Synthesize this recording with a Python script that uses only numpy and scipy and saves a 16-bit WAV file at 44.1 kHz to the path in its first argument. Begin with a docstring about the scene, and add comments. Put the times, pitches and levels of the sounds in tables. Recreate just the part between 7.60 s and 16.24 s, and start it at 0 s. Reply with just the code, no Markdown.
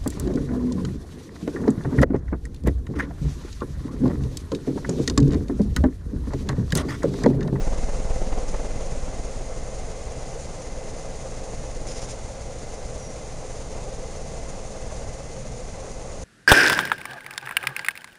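"""Four-bladed ceiling fan

A ceiling fan turns in a storage room, heard from just below its blades. Each blade brings a pressure pulse,
a sum of blade-rate harmonics, and a puff of turbulent noise: strong at first, less as the microphone draws back.
Shaped noise makes the rumble, the rush of the blades, the housing's rings and the hiss; sines make the motor's
hum and thin whine. Short noise bursts make early gusts and rustles early and midway; a wavering sine squeaks."""
import sys
import numpy as np
from scipy import signal
from scipy.fft import rfft, irfft
from scipy.io import wavfile

SR = 44100
rng = np.random.default_rng(int(sys.argv[2]) if len(sys.argv) > 2 else 0)


def file_out(sig):
    """Save sig as 16-bit WAV at sys.argv[1]."""
    # one column per channel
    cols = np.atleast_2d(sig).T
    # limit, then scale
    lim = np.clip(cols, -1, 1)
    pcm = np.round(lim * 32767).astype(np.int16)
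    wavfile.write(sys.argv[1], SR, pcm)


N = 381024
T = np.arange(N) / SR
HZ = np.fft.rfftfreq(N, 1 / SR)


def amp(db):
    """Decibel law: level to amplitude ratio."""
    return 10 ** (np.asarray(db) / 20)


def unit(x):
    """Normalization: scales a signal to rms 1."""
    return x / np.sqrt(np.mean(x ** 2) + 1e-20)


def curve(rows):
    """Linear interpolation of a (time, value) table at every sample."""
    times, values = np.transpose(rows)
    return np.interp(T, times, values)


def colour(points):
    """Spectral envelope: gain at every frequency, interpolated in dB over log frequency."""
    hz, db = np.transpose(points)
    return amp(np.interp(np.log(HZ + 1), np.log(hz + 1), db))


def noise(gain):
    """Filtered white noise of rms 1 with the given gain at every frequency."""
    spectrum = rfft(rng.standard_normal(N)) * gain
    return unit(irfft(spectrum, N))


def drift(hz):
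    """Low-pass random fluctuation of rms 1, up to about hz."""
    return noise(np.exp(-(HZ / hz) ** 2))


def resonance(centre_hz, width_hz):
    """Resonance curve: gain is 1 at the centre and half at width_hz to either side."""
    return 1 / (1 + ((HZ - centre_hz) / width_hz) ** 2)


# Rotor speed: (time [s], speed [turns/s])
ROTOR_SPEED = [(0, 4.605), (1.5, 4.605), (2, 4.582), (8.64, 4.579)]
# Relative pulse level of each blade, as the four are not pitched quite alike: (level [dB])
BLADE_LEVELS = [1.5, 2.5, 0.24, -0.45]
BLADE_COUNT = len(BLADE_LEVELS)
FIRST_BLADE_S = .0235


def rotor():
    """Rotational phase, the integral of speed: blades gone by, whole when one is overhead."""
    turns = np.cumsum(curve(ROTOR_SPEED)) / SR
    return BLADE_COUNT * (turns - np.interp(FIRST_BLADE_S, T, turns))


def overhead(passes, width, lead=0.):
    """Periodic window: a bump reaching 1 once a blade; width and lead in blade spacings."""
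    return np.exp(-(np.sin(np.pi * (passes + lead)) / (np.pi * width)) ** 2)


# Draft strength at the microphone, lower as it draws back: (time [s], relative level [dB])
DRAFT_STRENGTH = [(0.0, -21.5), (0.83, -23.5), (2.74, -35.5), (4.28, -32), (4.64, -37.5), (6.53, -34),
                  (8.5, -37)]


def draft_level():
    """Distance law given as a table: draft strength in dB at every sample."""
    return curve(DRAFT_STRENGTH)


def nearness():
    """Level difference: dB of the draft above its median, which several fan sounds follow in part."""
    return draft_level() - np.median(draft_level())


# Spectrum of the turbulent wake: (frequency [Hz], relative level [dB per Hz])
WAKE_SPECTRUM = [(15, -12), (40, -21), (110, 3), (220, -0.5), (400, -3.5), (750, -9.5), (1200, -24.5),
                 (2000, -23.5), (4000, -37.5), (8000, -32)]


def draft(passes, pulse_db=-1.3, fall_db=7.0, skew=0.39, uneven_db=1.4, buffet_db=-17.0,
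          width=0.16, lead=0.044, between=0.12, sway=0.018):
    """Blade-passing harmonics: suction under each blade, and the turbulent wake that buffets with it."""
    blade_db = np.interp(passes, np.arange(BLADE_COUNT), BLADE_LEVELS, period=BLADE_COUNT)
    strength = amp(draft_level() + blade_db + uneven_db * drift(21))
    swayed = passes + sway * drift(31)  # eddies bring each pulse a little early or late
    suction = 0
    for k in range(1, 7):  # each harmonic is fall_db below the one before; skew [rad] tilts the pulse
        suction = suction - amp(-fall_db * k) * np.cos(2 * np.pi * k * swayed - skew)
    wake = noise(colour(WAKE_SPECTRUM)) * (between + overhead(passes, width, lead))
    return strength * (amp(pulse_db) * unit(suction) + amp(buffet_db) * unit(wake))


def eddies(level_db=-11.5, centre_hz=30, width_hz=22):
    """Large-scale turbulence: slow eddies of the draft shove the microphone between the blades."""
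    band = np.exp(-((HZ - centre_hz) / width_hz) ** 2)
    return amp(draft_level() + level_db) * noise(band)


# Spectrum of the low roll: (frequency [Hz], relative level [dB per Hz])
RUMBLE_SPECTRUM = [(4, -29), (12, -28), (28, -14), (42, -4.5), (54, 2.5), (68, -2.5), (95, -7), (115, -4.5),
                   (170, -9), (240, -12.5), (340, -21), (700, -37.5)]


def rumble(level_db=-39, gust_db=1., follow=0.16):
    """Low-frequency flow noise of air driven round the room, a little stronger within the draft."""
    level = amp(level_db + follow * nearness() + gust_db * drift(14))
    return level * noise(colour(RUMBLE_SPECTRUM))


# Spectrum of air shed from the blade edges: (frequency [Hz], relative level [dB per Hz])
RUSH_SPECTRUM = [(150, -18.5), (330, -10), (390, -8), (440, 0), (520, -5), (640, -2.5), (700, -5.5),
                 (790, -6), (920, -13), (1100, -14), (1350, -19), (1800, -22), (3000, -29.5), (6000, -36)]


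def rush(passes, level_db=-40.5, follow=0.21, swish_db=3.0, width=0.33, lead=0.13, gust_db=0.94):
    """Edge-shedding noise, amplitude-modulated: it swells as each blade comes near."""
    swell = amp(swish_db * overhead(passes, width, lead) + gust_db * drift(15))
    return amp(level_db + follow * nearness()) * unit(swell * noise(colour(RUSH_SPECTRUM)))


# Body resonances: (frequency [Hz], width [Hz], level before the common trim [dB rms], swing once a turn [dB])
HOUSING_RINGS = [(521.2, 37, -44.5, 2.5), (2055, 53, -59, -0.5), (5080, 140, -67.5, -3)]


def housing(passes, level_db=-0.16, follow=0.15, loudest_turn=0.65):
    """Noise-driven resonance: fuzzy rings of the fan's body vary once a turn with the rotor's wobble."""
    wobble = np.cos(2 * np.pi * (passes / BLADE_COUNT - loudest_turn))
    rings = 0
    for hz, width_hz, db, swing_db in HOUSING_RINGS:
        rings = rings + amp(db + swing_db * wobble) * noise(resonance(hz, width_hz))
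    return rings * amp(level_db + follow * nearness())


# Mains hum and thin electrical whine: (frequency [Hz], level before wavering [dB rms])
STEADY_TONES = [(120, -53), (7597.5, -75), (7656, -74.5)]


def hum(waver_db=3.):
    """Pure tones: the motor's mains hum and the thin whine, each randomly wavering in level."""
    tones = 0
    for hz, db in STEADY_TONES:
        sine = np.sqrt(2) * np.sin(2 * np.pi * (hz * T + rng.random()))
        tones = tones + amp(db + waver_db * drift(3.0)) * sine
    return tones


# Spectrum of the fine hiss: (frequency [Hz], relative level [dB per Hz])
HISS_SPECTRUM = [(800, -8.5), (2000, -7), (2550, -4), (3100, -9.5), (4200, -5.5), (5400, -3), (6100, 2.5),
                 (6700, 3), (7400, -1.5), (8000, -14.5)]


def hiss(passes, level_db=-47, follow=0.078, blade_db=0.82, pair_db=0.42, flutter_db=1.0):
    """Amplitude modulation: fine hiss flutters with each blade and with each opposite pair."""
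    beat_db = blade_db * np.cos(2 * np.pi * passes) + pair_db * np.cos(np.pi * passes)
    level = amp(level_db + follow * nearness() + beat_db + flutter_db * drift(29))
    return level * noise(colour(HISS_SPECTRUM))


# Hardest puffs of wake to hit the microphone: (peak time [s], peak level [dB])
PUFF_TIMES = [(.076, -38), (.129, -34), (.292, -33.5), (.348, -35), (.509, -34.5), (.727, -30),
              (0.778, -33), (.945, -29), (.999, -34.5), (1.052, -34)]
# Their spectrum: (frequency [Hz], relative level [dB per Hz])
PUFF_SPECTRUM = [(40, -10), (130, 0), (300, 0), (750, 0), (1100, -8.5), (1600, -16.5), (3000, -26),
                 (8000, -42)]


def puffs(rise_s=0.0058, fall_s=.012):
    """Impulsive turbulence: short rough gusts rise faster than they fall."""
    level = 0
    for peak_s, db in PUFF_TIMES:
        time_scale = np.where(T < peak_s, rise_s, fall_s)
        level = level + amp(db) * np.exp(-((T - peak_s) / time_scale) ** 2)
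    return level * noise(colour(PUFF_SPECTRUM))


# Short rustles close to the microphone: (start [s], nominal length [s], peak level [dB])
RUSTLE_TIMES = [(0.232, .022, -47), (0.879, 0.02, -44), (4.263, 0.078, -39.5), (4.347, 0.018, -45),
                (4.359, 0.056, -41.5), (4.414, 0.046, -39.5), (4.487, 0.013, -42), (4.497, 0.036, -39.5)]
# Their spectrum: (frequency [Hz], relative level [dB per Hz])
RUSTLE_SPECTRUM = [(700, -13), (2000, -8), (4700, -5.5), (5050, -1), (6400, 2), (7300, 1), (8000, -17)]


def rustles(grain_db=2.5, rise=0.11, ring_hz=5105, ring_width_hz=30, ring_db=-12):
    """Friction noise: grainy scuffs start quickly and fade, with a thin resonance in them."""
    level = 0
    for start_s, length_s, db in RUSTLE_TIMES:
        corners = start_s + length_s * np.array([0, rise, .6, 1.2])  # start, full, fading, silent
        level = level + amp(db) * np.interp(T, corners, [0, 1, 1, 0])
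    ring = amp(ring_db) * noise(resonance(ring_hz, ring_width_hz))
    scuff = noise(colour(RUSTLE_SPECTRUM)) + ring
    return level * unit(scuff * amp(grain_db * drift(500)))


def squeak(level_db=-49.0, start_s=5.315, length_s=.3, start_hz=5860, sag_hz_per_s=700,
           jitter_hz=60, rough_db=2):
    """Frequency modulation: a thin unsteady whistle swells, fades and sinks a little."""
    age = np.clip(T - start_s, 0, length_s)
    hz = start_hz - sag_hz_per_s * age + jitter_hz * drift(316)
    swell = np.sin(np.pi * age / length_s) ** 2
    whistle = np.sqrt(2) * np.sin(2 * np.pi * np.cumsum(hz) / SR)
    return amp(level_db + rough_db * drift(120)) * swell * whistle


def scene():
    """Superposition: the fan and the small sounds beside it add in one channel."""
    passes = rotor()
    wind = draft(passes) + eddies() + rumble() + puffs()
    fan = rush(passes) + housing(passes) + hum() + hiss(passes)
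    return (wind + fan + rustles() + squeak())[None]


# Gain of the mirrored treble: (frequency [Hz], gain [dB])
MIRROR_GAIN = [(8000, 1), (9000, -6), (10000, -12), (11000, -19.5), (12000, -27), (13000, -34),
               (15000, -49), (16000, -75)]
RECORDER_HZ, EDGE_HZ = 16000, 15300  # sample rate of the recorder, upper band limit


def record(dry):
    """Spectral imaging: a low sample rate mirrors the treble about half that rate; then the band limit."""
    ends = signal.windows.tukey(N, .001)  # brief fades at both ends
    kept = irfft(rfft(dry * ends) * (HZ < RECORDER_HZ / 2), N)
    carrier = 2 * np.cos(2 * np.pi * RECORDER_HZ * T)
    image = rfft(kept * carrier) * colour(MIRROR_GAIN)
    return irfft((rfft(kept) + image) * (HZ < EDGE_HZ), N)


dry = scene()
out = record(dry)
file_out(out)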